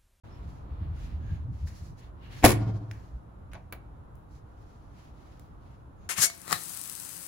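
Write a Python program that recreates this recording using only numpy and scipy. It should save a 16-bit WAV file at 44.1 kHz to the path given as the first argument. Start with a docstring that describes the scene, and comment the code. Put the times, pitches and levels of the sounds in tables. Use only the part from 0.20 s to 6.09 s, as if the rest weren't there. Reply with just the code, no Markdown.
"""Washing machine door slammed in a yard.

The glass door swings and slams close by: it thumps into the seal, the latch snaps and rattles,
the steel cabinet rings and the tub booms on its springs. The lock ticks home, then a button
is pressed and released. Light wind, soft rustles and far traffic lie underneath."""
import sys
import numpy as np
from scipy import signal
from scipy.fft import rfft, irfft, next_fast_len
from scipy.io import wavfile
from scipy.ndimage import map_coordinates

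SR = 44100
rng = np.random.default_rng(int(sys.argv[2]) if len(sys.argv) > 2 else 0)


def transcribe(u):
    """Save the signal u as a 16-bit wav file named by the first command-line argument.

    u: samples, shape (n,) or (channels, n), limited to [-1, 1]; the rate is SR.
    q: integer samples, one column per channel.
    """
    v = np.clip(np.atleast_2d(u).T, -1, 1)
    q = np.round(v * 32767).astype(np.int16)
    wavfile.write(sys.argv[1], SR, q)


N = 259749


def amp(db):
    """Decibels to gain."""
    return 10 ** (np.asarray(db) / 20)


def unit(x):
    """Scale to rms 1."""
    return x / np.sqrt(np.mean(x ** 2) + 1e-20)


def along(points, hz):
    """Interpolate (Hz, value) points on a log frequency axis."""
    knots_hz, values = np.transpose(points)
    return np.interp(np.log(hz + 1), np.log(knots_hz + 1), values)


def timeline(points):
    """Interpolate (seconds, value) points at every sample."""
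    knots_s, values = np.transpose(points)
    return np.interp(np.arange(N) / SR, knots_s, values)


def wobble(rate_hz):
    """Smooth random curve, rate_hz knots a second."""
    knots = rng.standard_normal(int(N * rate_hz / SR) + 4)
    return map_coordinates(knots, [np.arange(N) * rate_hz / SR])


def fade(t, t60_s):
    """Decay of 60 dB in t60_s."""
    return np.exp(-np.log(1000) * t / t60_s)


def bell(centre_s, half_s):
    """Start time and gains of a Gaussian swell of height 1."""
    start_s = max(centre_s - 3 * half_s, 0)
    t = start_s + np.arange(round((centre_s + 3 * half_s - start_s) * SR)) / SR
    return start_s, np.exp(-((t - centre_s) / half_s) ** 2)


def filtered(x, response):
    """Apply a complex frequency response."""
    size = x.shape[-1]
    padded = next_fast_len(size + SR // 4)
    hz = np.fft.rfftfreq(padded, 1 / SR)
    return irfft(rfft(x, padded) * response(hz), padded)[..., :size]


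def noise(spectrum, width, size=N):
    """Stereo noise of rms 1; spectrum and side-to-mid width are (Hz, dB) points."""
    def gains(hz):
        return amp(along(spectrum, hz)) * [np.ones_like(hz), amp(along(width, hz))]
    mid, side = filtered(rng.standard_normal((2, size)), gains)
    return unit(np.array([mid + side, mid - side]))


def dying(x, t60_points):
    """Decay each frequency at its own rate, from (Hz, t60 in seconds) points."""
    hz, t, bands = signal.stft(x, SR, nperseg=128)
    decay = fade(t, along(t60_points, hz)[:, None])
    return signal.istft(bands * decay, SR)[1][:, :x.shape[-1]]


def add(track, start_s, sound):
    """Mix a sound into the track."""
    start = round(start_s * SR)
    track[..., start:start + sound.shape[-1]] += sound[..., :N - start]


def swells(rows, relative_width):
    """Brief swells of noise, each in one narrow resonance."""
    out = np.zeros((2, N))
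    for centre_s, half_s, hz, db in rows:
        start_s, swell = bell(centre_s, half_s)
        white = rng.standard_normal((2, SR))
        tone = unit(filtered(white, lambda f: 1 / (1 + ((f / hz - 1) / relative_width) ** 2)))
        add(out, start_s, amp(db) * swell[:SR] * tone[:, :len(swell)])
    return out


# Noise floor spectrum. Each row: frequency in Hz, relative density in dB.
FLOOR_SPECTRUM = [(30, 44.5), (60, 57), (100, 40.5), (170, 34), (250, 16), (2000, 3.5), (6000, -1),
                  (8300, 0), (10800, -1), (15500, -8)]


def noise_floor(level_db=-54):
    """The microphone's steady, low noise."""
    return amp(level_db) * noise(FLOOR_SPECTRUM, [(60, -13.5), (1000, 0)])


# Stereo width of the open air. Each row: frequency in Hz, side against mid in dB.
AIR_STEREO = [(60, -5), (110, -8.5), (200, -7), (380, -2), (700, 2), (1290, 2), (2380, -0.5), (4400, -0.5),
              (8120, 0), (15000, -5)]
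# Traffic loudness. Each row: time in seconds, relative level in dB.
TRAFFIC_LEVELS = [(0.0, -53.5), (0.74, -53.5), (1.26, -57), (2.03, -57), (2.38, -49), (2.9, -56.5),
                  (5.89, -57)]
# Far traffic spectrum. Each row: frequency in Hz, relative density in dB.
TRAFFIC_SPECTRUM = [(59, -30.5), (100, -1.5), (185, -7), (203, -8.5), (230, -8), (252, -11), (286, -7),
                    (377, -14), (427, -15), (483, -16), (590, -17), (982, -18), (1400, -23), (1750, -32),
                    (2230, -39), (4000, -45.5), (5200, -70), (8800, -120)]


def traffic(gain_db=2, waver_db=0.5):
    """Traffic hums far away."""
    level_db = timeline(TRAFFIC_LEVELS) + gain_db + waver_db * wobble(6.1)
    return amp(level_db) * noise(TRAFFIC_SPECTRUM, AIR_STEREO)


# Distant chirps. Each row: centre in seconds, half length in seconds, pitch in Hz, level in dB.
FAR_CHIRPS = [(0.14, 0.036, 5340, -71.5), (1.1, 0.085, 6580, -76), (5.84, 0.046, 6590, -76)]


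def chirps():
    """Faint, thin chirps from far off."""
    return swells(FAR_CHIRPS, relative_width=0.024)


# Wind strength. Each row: time in seconds, relative level in dB.
WIND_LEVELS = [(0, -46), (.45, -43), (.62, -38), (.85, -37.5), (1.15, -34), (1.38, -36), (1.52, -41.5),
               (1.7, -43.5), (1.9, -49.5), (2.15, -41.5), (2.7, -45.5), (3.05, -49), (3.7, -48),
               (4.3, -52.5), (5.89, -52)]
# Buffeting spectrum. Each row: frequency in Hz, relative density in dB.
WIND_SPECTRUM = [(12, -46), (20, -22), (47, 1), (74, -1), (120, -5), (232, -23), (258, -28), (296, -22.5),
                 (431, -46), (500, -46.5), (650, -70.5), (1100, -120)]


def wind(gain_db=-1, gust_db=2):
    """Wind buffets the microphone with an uneven rumble."""
    level_db = timeline(WIND_LEVELS) + gain_db + gust_db * wobble(14)
    return amp(level_db) * noise(WIND_SPECTRUM, [(60, -10.5), (300, -13)])


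# Puffs of wind. Each row: centre in seconds, half length in seconds, pitch in Hz, level in dB.
EDDIES = [(0.273, 0.017, 79, -33), (0.525, 0.021, 75.1, -32.5), (0.627, 0.016, 95, -29),
          (0.705, 0.055, 75, -32.5), (0.958, 0.024, 75, -30), (1.022, .025, 80, -32.5),
          (1.128, 0.016, 78.43, -26.5), (1.303, 0.018, 130.2, -32.5), (1.445, 0.029, 70.3, -29.5),
          (1.628, 0.011, 64.9, -36.5), (2.952, 0.024, 60, -33.5)]


def puffs(waver=0.12, octave_db=-14):
    """Each eddy shakes the microphone for a few uneven, low cycles, with a weaker octave above."""
    out = np.zeros(N)
    clock_s = np.cumsum(1 + waver * wobble(60)) / SR
    for centre_s, half_s, hz, db in EDDIES:
        start_s, swell = bell(centre_s, half_s)
        phase = 2 * np.pi * hz * clock_s[round(start_s * SR):][:len(swell)]
        shake = np.sin(phase) + amp(octave_db) * np.sin(2 * phase)
        add(out, start_s, np.sqrt(2) * amp(db) * swell * shake)
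    return out


# Scuffs. Each row: centre in seconds, half length in seconds, rub in dB, relative hiss in dB.
RUSTLE_STROKES = [(0.157, 0.27, -67.5, -79.5), (0.326, 0.087, -73, -74), (.63, 0.17, -67, -101),
                  (.83, 0.065, -60, -68), (0.918, 0.062, -63.5, -77.5), (1.116, 0.11, -63.5, -77.5),
                  (1.408, 0.084, -68.5, -73.5), (1.48, 0.017, -65, -58), (1.587, 0.12, -67, -65.5),
                  (1.792, 0.018, -67, -66), (1.838, 0.06, -65, -77), (2.07, 0.065, -60, -79),
                  (2.154, 0.042, -52.5, -63.5), (2.215, 0.078, -59, -62), (2.566, 0.028, -75, -73),
                  (2.81, 0.15, -73.5, -76), (4.156, 0.047, -75, -74.5), (4.52, 0.21, -76.5, -79.5),
                  (4.812, 0.09, -68, -74), (5.086, 0.2, -71, -77.5), (5.502, .1, -72.5, -81),
                  (5.841, 0.052, -73, -83.5)]
# Rub and hiss spectra. Each row: frequency in Hz, relative density in dB.
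RUB_SPECTRUM = [(900, -24.5), (1700, 2.5), (2800, -0.5), (4200, -5), (6500, -23.5)]
HISS_SPECTRUM = [(2500, -20), (4200, 3), (6200, 2.5), (8200, -3.5), (10800, -6.5), (13000, -11),
                 (15500, -12)]


def rustles(hiss_gain_db=3, grain_db=1.37):
    """Soft strokes of dull rub and bright hiss, loudest as the arm swings the door."""
    rub_power, hiss_power = np.zeros((2, N))
    for centre_s, half_s, rub_db, hiss_db in RUSTLE_STROKES:
        start_s, stroke = bell(centre_s, half_s)
        add(rub_power, start_s, (amp(rub_db) * stroke) ** 2)
        add(hiss_power, start_s, (amp(hiss_db + hiss_gain_db) * stroke) ** 2)
    grain = amp(grain_db * wobble(45))
    rub = np.sqrt(rub_power) * noise(RUB_SPECTRUM, AIR_STEREO)
    hiss = np.sqrt(hiss_power) * noise(HISS_SPECTRUM, AIR_STEREO)
    return grain * (rub + hiss)


# Yard reverberation. Each row: frequency in Hz, t60 in seconds.
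YARD_DECAY = [(100, .6), (500, 0.29), (2000, 0.37), (6000, 0.18), (9000, 0.24), (15000, 0.11)]


def yard(x, wet_db=-17, build_s=0.0073):
    """Stone walls return a thin, diffuse tail."""
    t = np.arange(SR * 2 // 3) / SR
    tail = dying(rng.standard_normal((2, len(t))), YARD_DECAY) * (1 - np.exp(-t / build_s)) ** 2
    tail /= np.linalg.norm(tail[0])
    return amp(wet_db) * signal.fftconvolve(x, tail, axes=1)[:, :N]


def paving_bounce(x, delay_s=0.0027, share=0.077):
    """A quick reflection from the paving adds a hollow colour."""
    return filtered(x, lambda hz: 1 + share * np.exp(-2j * np.pi * hz * delay_s)) / np.hypot(1, share)


# Hinge creaks. Each row: centre in seconds, half length in seconds, pitch in Hz, level in dB.
HINGE_CREAKS = [(1.1, 0.063, 1650, -61.5), (2.066, .05, 2852, -64)]


def hinge():
    """The hinge rubs as the door swings."""
    return swells(HINGE_CREAKS, relative_width=0.05)


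# Stereo width of the machine. Each row: frequency in Hz, side against mid in dB.
MACHINE_STEREO = [(60, -16), (110, -14), (200, -12), (380, -6), (700, -7), (1290, -7), (2380, -3),
                  (4400, 0), (8120, 0), (15000, -1)]


def modes(rows, t):
    """Decaying (Hz, dB, t60 in seconds) modes; higher ones reach left and right further out of step."""
    out = np.zeros((2, len(t)))
    for hz, db, t60_s in rows:
        lead = rng.choice([-1, 1]) * np.arctan(amp(along(MACHINE_STEREO, hz)))
        phase = rng.uniform(0, 2 * np.pi) + np.array([[lead], [-lead]])
        out += amp(db) * np.sin(2 * np.pi * hz * t + phase) * fade(t, t60_s)
    return out


# Small contacts. Each row: start in seconds, level in dB, then relative body, snap and ring in dB.
SMALL_TICKS = [(1.473, -52, 1, -25, -7), (2.7128, -35.5, 1.5, -28, -24), (2.7151, -45, -3, -22, -19),
               (2.7346, -56, 0, -23, -13), (3.3168, -58, 2, -32, -2.5), (3.9543, -57.5, -6, -5.5, -17),
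               (5.1958, -50.5, -13, -20, -18)]


def ticks(tick_t60_s=0.0093, ring_t60_s=0.42):
    """Lock and fingertip make small, dry ticks, pitched near 2 kHz."""
    out = np.zeros((2, N))
    t = np.arange(SR // 4) / SR
    for start_s, db, body_db, snap_db, ring_db in SMALL_TICKS:
        colour = [(500, -16), (1200, -15), (1650, body_db), (2800, body_db - 10), (3400, -18),
                  (5800, -16), (10000, snap_db), (15500, snap_db + 0.5)]
        envelope = fade(t, tick_t60_s) + amp(ring_db) * fade(t, ring_t60_s)
        add(out, start_s, amp(db) * noise(colour, MACHINE_STEREO, len(t)) * envelope)
    return out


# Plastic fascia resonances. Each row: frequency in Hz, bandwidth in Hz, relative level in dB.
FASCIA_MODES = [(570, 25, -6), (1498, 48, -2.5), (1644, 60, -2.5), (2294, 50, -3), (4680, 60, -20),
                (6100, 39, -19), (6570, 87, -9), (11100, 38, -25)]
# Button pushed, bottoming, released.
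# Each row: start in seconds, then relative level, body, snap, top treble and ring in dB.
BUTTON_CLICKS = [(3.3341, -39, -6, -8, -34, -13), (3.3445, -40, 8, -34, -45, -4.5),
                 (3.3523, -39.5, 1.5, -35, -45, -6), (3.525, -29.5, -4.5, -9.5, -5.5, -6.5)]


def button(gain_db=-4, tick_t60_s=0.01, ring_t60_s=0.112, plastic_db=-6):
    """The button's spring snaps; the plastic fascia and the hollow behind it ring briefly."""
    out = np.zeros((2, N))
    t = np.arange(SR // 4) / SR
    fascia = [(hz, db, np.log(1000) / (np.pi * width_hz)) for hz, width_hz, db in FASCIA_MODES]
    hollow_decay = [(500, 2.5 * ring_t60_s), (2500, ring_t60_s), (6000, 0.725 * ring_t60_s)]
    for start_s, db, body_db, snap_db, top_db, ring_db in BUTTON_CLICKS:
        colour = [(140, body_db - 6), (300, body_db), (600, body_db + 6), (1100, body_db + 4),
                  (1500, -2.5), (2200, -1), (3200, -8), (4200, -7.5), (6000, -23.5),
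                  (10500, snap_db), (15500, top_db)]
        tick = noise(colour, MACHINE_STEREO, len(t)) * fade(t, tick_t60_s)
        hollow = amp(ring_db) * dying(noise(colour, MACHINE_STEREO, len(t)), hollow_decay)
        plastic = amp(plastic_db) * modes(fascia, t)
        add(out, start_s, amp(db + gain_db) * (tick + hollow + plastic))
    return out


# Steel cabinet and glass bowl. Each row: frequency in Hz, relative level in dB, t60 in seconds.
CABINET_MODES = [(184.4, -13, 2.1), (302, -14.5, 0.53), (349.7, -3, 0.31), (540, -18, 0.41),
                 (658, -18, 1.3), (710, -10.5, 0.26), (750, -12, 0.32), (753, -10.5, 0.67),
                 (931, -13.5, 0.3), (1021, 2.5, 0.18), (1080, -12, 0.21), (1190, -15.5, 0.4),
                 (1400, -11, 0.22), (1425, -13, 0.45), (1620, -22.5, 0.4), (1710, -13, 0.2),
                 (2020, -34, 0.49), (2153, -8.5, 0.35), (2320, -26, 0.33), (2200, -13.5, 0.22),
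                 (2492, -16.5, 0.27), (3130, -12, 0.18)]
# Steel latch and trim ring. Each row: frequency in Hz, relative level in dB, free t60 in seconds.
LATCH_MODES = [(3700, -10, 0.57), (3800, 0.5, 0.35), (4708, -7, 0.5), (6026, 0.5, 0.28), (6708, -15, 0.51),
               (9356, -3, 0.15), (9600, -5, 0.44), (10300, -5, 0.46), (11000, -10.5, 0.34),
               (12770, -10.5, 0.12)]


def cabinet(start_s=2.245, steel_db=-28, latch_db=-32, attack_s=0.004, catch_t60_s=0.25):
    """Sheet steel rings on after the blow; the closed catch damps latch and trim ring."""
    out = np.zeros((2, N))
    t = np.arange(SR) / SR
    steel = amp(steel_db) * modes(CABINET_MODES, t)
    latch = amp(latch_db) * modes(LATCH_MODES, t) * fade(t, catch_t60_s)
    add(out, start_s, (steel + latch) * (1 - np.exp(-t / attack_s)))
    return out


def rocking(fall_db_per_s, start_s=2.245, attack_s=0.01, hold_s=0.23,
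            sway_hz=14.2, sway_depth=0.39, sway_origin_s=2):
    """Attack, hold and release of the tub's motion, swaying on its springs."""
    t = np.arange(N) / SR
    age_s = t - start_s
    attack = np.clip(age_s / attack_s, 0, 1)
    release = amp(-fall_db_per_s * np.maximum(age_s - hold_s, 0))
    sway = 1 + sway_depth * np.cos(2 * np.pi * sway_hz * (t - sway_origin_s))
    return attack * release * sway


# Low modes of the sprung tub. Each row: frequency in Hz, relative level in dB.
BOOM_MODES = [(108.5, 0), (132, -12.5), (185, -18.5), (290, -20)]
# Tub shudder spectrum. Each row: frequency in Hz, relative density in dB.
SHUDDER_SPECTRUM = [(40, -21.5), (70, 3.5), (130, 3), (160, -7), (200, -4.5), (300, -7.5), (450, -11),
                    (550, -18.5), (1000, -22), (2000, -38.5), (5000, -37), (12000, -59.5)]


def tub(boom_db=-28, shudder_db=-36.5, waver=0.012, uneven_db=1.4, ring_db=8, half_width_hz=9):
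    """The tub booms unevenly and shakes the cabinet's resonances as it rocks to rest."""
    def steel(f):
        peaks = sum(1 / (1 + ((f - hz) / half_width_hz) ** 2) for hz, _, _ in CABINET_MODES)
        return 1 + amp(ring_db) * peaks
    boom = np.zeros(N)
    for hz, db in BOOM_MODES:
        phase = 2 * np.pi * hz * np.cumsum(1 + waver * wobble(18)) / SR
        boom += np.sqrt(2) * amp(db + uneven_db * wobble(28)) * np.sin(phase)
    shudder = unit(filtered(noise(SHUDDER_SPECTRUM, MACHINE_STEREO), steel))
    return (amp(boom_db) * rocking(fall_db_per_s=60) * boom
            + amp(shudder_db) * rocking(fall_db_per_s=88) * shudder)


# Door and front panel modes. Each row: frequency in Hz, relative level in dB.
PANEL_MODES = [(64, -3.5), (93, -0.5), (119, 1.5), (199, -3), (236, -5.5), (289, -2.5), (361, -10.5),
               (423, -11), (455, -16), (507, -5), (544, -9.5), (581, -15.5), (655, -7.5), (709, -6),
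               (744, -9.5), (793, -10.5), (848, -16.5), (933, -13), (1012, -13), (1073, -22), (1112, -13),
               (1297, -26.5), (1417, -20.5), (1515, -19), (1702, -26.5), (1853, -17.5), (1951, -19.5),
               (2164, -16.5), (2365, -18), (2688, -14)]


def panel(start_s=2.2413, low_t60_s=0.13, damping=0.066, attack_s=0.00026):
    """The main blow sets door and front panel ringing; the seal damps high modes first."""
    out = np.zeros((2, N))
    t = np.arange(SR // 2) / SR
    hz, db = np.transpose(PANEL_MODES)
    t60_s = low_t60_s * (hz / hz[0]) ** -damping
    # A panel this size radiates its middle modes best.
    radiation_db = along([(110, -12), (220, -9), (500, -8), (850, -8), (1300, -12)], hz)
    ring = modes(zip(hz, db + radiation_db, t60_s), t)
    add(out, start_s, ring * (1 - np.exp(-t / attack_s)))
    return out


def rattles(count=4, start_s=2.277, gap_s=0.0122, rise_s=0.0016,
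            thump_db=-30, clatter_db=-23, crack_db=-24, loss_db=1.5):
    """Contact rows for the door's evenly spaced bounces on its catch, each weaker."""
    levels_db = np.array([thump_db, clatter_db, crack_db])
    return [(start_s + k * gap_s, *(levels_db - k * loss_db), rise_s) for k in range(count)]


# The door meets seal, rim and latch, then settles with a soft knock.
# Each row: start in seconds, thump, clatter and crack in dB, rise in seconds.
DOOR_CONTACTS = [(2.225, -40, -30, -48, .0027), (2.234, -41, -22, -33, .0015),
                 (2.2403, -21.5, -13, -21.5, .0005), (2.2469, -19.5, -15.5, -16, .0004),
                 (2.2498, -23.5, -25, -15, .0003), (2.256, -20.5, -19, -27.5, .0008),
                 (2.2633, -22.5, -23.5, -23.5, .0015), (2.488, -36, -46.5, -71, 0.0085)]
# Clatter and latch crack spectra. Each row: frequency in Hz, relative density in dB.
CLATTER_SPECTRUM = [(30, -14.5), (55, -6), (110, -8), (165, -13), (220, -3.5), (400, -6.5), (750, -7.5),
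                    (1050, -7.5), (1300, -15.5), (2200, -12.5), (3000, -22), (6000, -42.5)]
CRACK_SPECTRUM = [(400, -24), (1200, -7.5), (2200, 1.5), (3300, 6), (6000, 4), (9000, 6.5), (12500, 2),
                  (15500, 0)]
# Clatter decay. Each row: frequency in Hz, t60 in seconds.
CLATTER_DECAY = [(60, 0.38), (200, 0.21), (700, 0.094), (2500, 0.1), (10000, 0.033)]


def door(seal_hz=125, seal_t60_s=0.055, crack_t60_s=0.09, grain_db=1.5, grain_hz=500):
    """Each contact thumps the rubber seal, shakes the door's loose parts and cracks at the latch."""
    out = np.zeros((2, N))
    t = np.arange(SR // 3) / SR
    thump = np.sin(2 * np.pi * seal_hz * t) * fade(t, seal_t60_s)
    chatter = unit(amp(grain_db * wobble(grain_hz)))  # tiny impacts of loose latch parts
    for start_s, thump_db, clatter_db, crack_db, rise_s in DOOR_CONTACTS + rattles():
        clatter = dying(noise(CLATTER_SPECTRUM, MACHINE_STEREO, len(t)), CLATTER_DECAY)
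        crack = noise(CRACK_SPECTRUM, MACHINE_STEREO, len(t)) * fade(t, crack_t60_s)
        crack *= chatter[round(start_s * SR):][:len(t)]
        contact = amp(thump_db) * thump + amp(clatter_db) * clatter + amp(crack_db) * crack
        add(out, start_s, contact * (1 - np.exp(-t / rise_s)))
    return out


def scene(left_minus_right_db=-0.5):
    """The machine, its yard and the open air."""
    machine = hinge() + paving_bounce(door() + ticks() + button()) + panel() + cabinet()
    balance = amp([[left_minus_right_db / 2], [-left_minus_right_db / 2]])
    air = (wind() + traffic() + rustles()) * balance + puffs() + chirps() + noise_floor()
    return machine + yard(machine) + tub() + air


def microphone_ports(x, from_hz=7450, opposed_hz=8650, spacing_hz=4720):
    """Up through the treble, the two ports hear opposite, alike and opposite again."""
    def gains(hz):
        alike = -np.cos(2 * np.pi * (hz - opposed_hz) / spacing_hz) * (hz > from_hz)
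        return np.sqrt([1 + alike, 1 - alike])
    mid, side = filtered(np.array([x[0] + x[1], x[0] - x[1]]) / 2, gains)
    return np.array([mid + side, mid - side])


def record(dry, opening_s=(0.034, 0.042), ceiling=0.92, top_hz=15850):
    """The microphone opens, rounds off the highest peaks and cuts everything above its band limit."""
    opened = microphone_ports(dry) * np.interp(np.arange(N) / SR, opening_s, [0, 1])
    rounded = opened / (1 + np.abs(opened / ceiling) ** 6) ** (1 / 6)
    return filtered(rounded, lambda hz: 1 / (1 + (hz / top_hz) ** 200))


dry = scene()
out = record(dry)
transcribe(out)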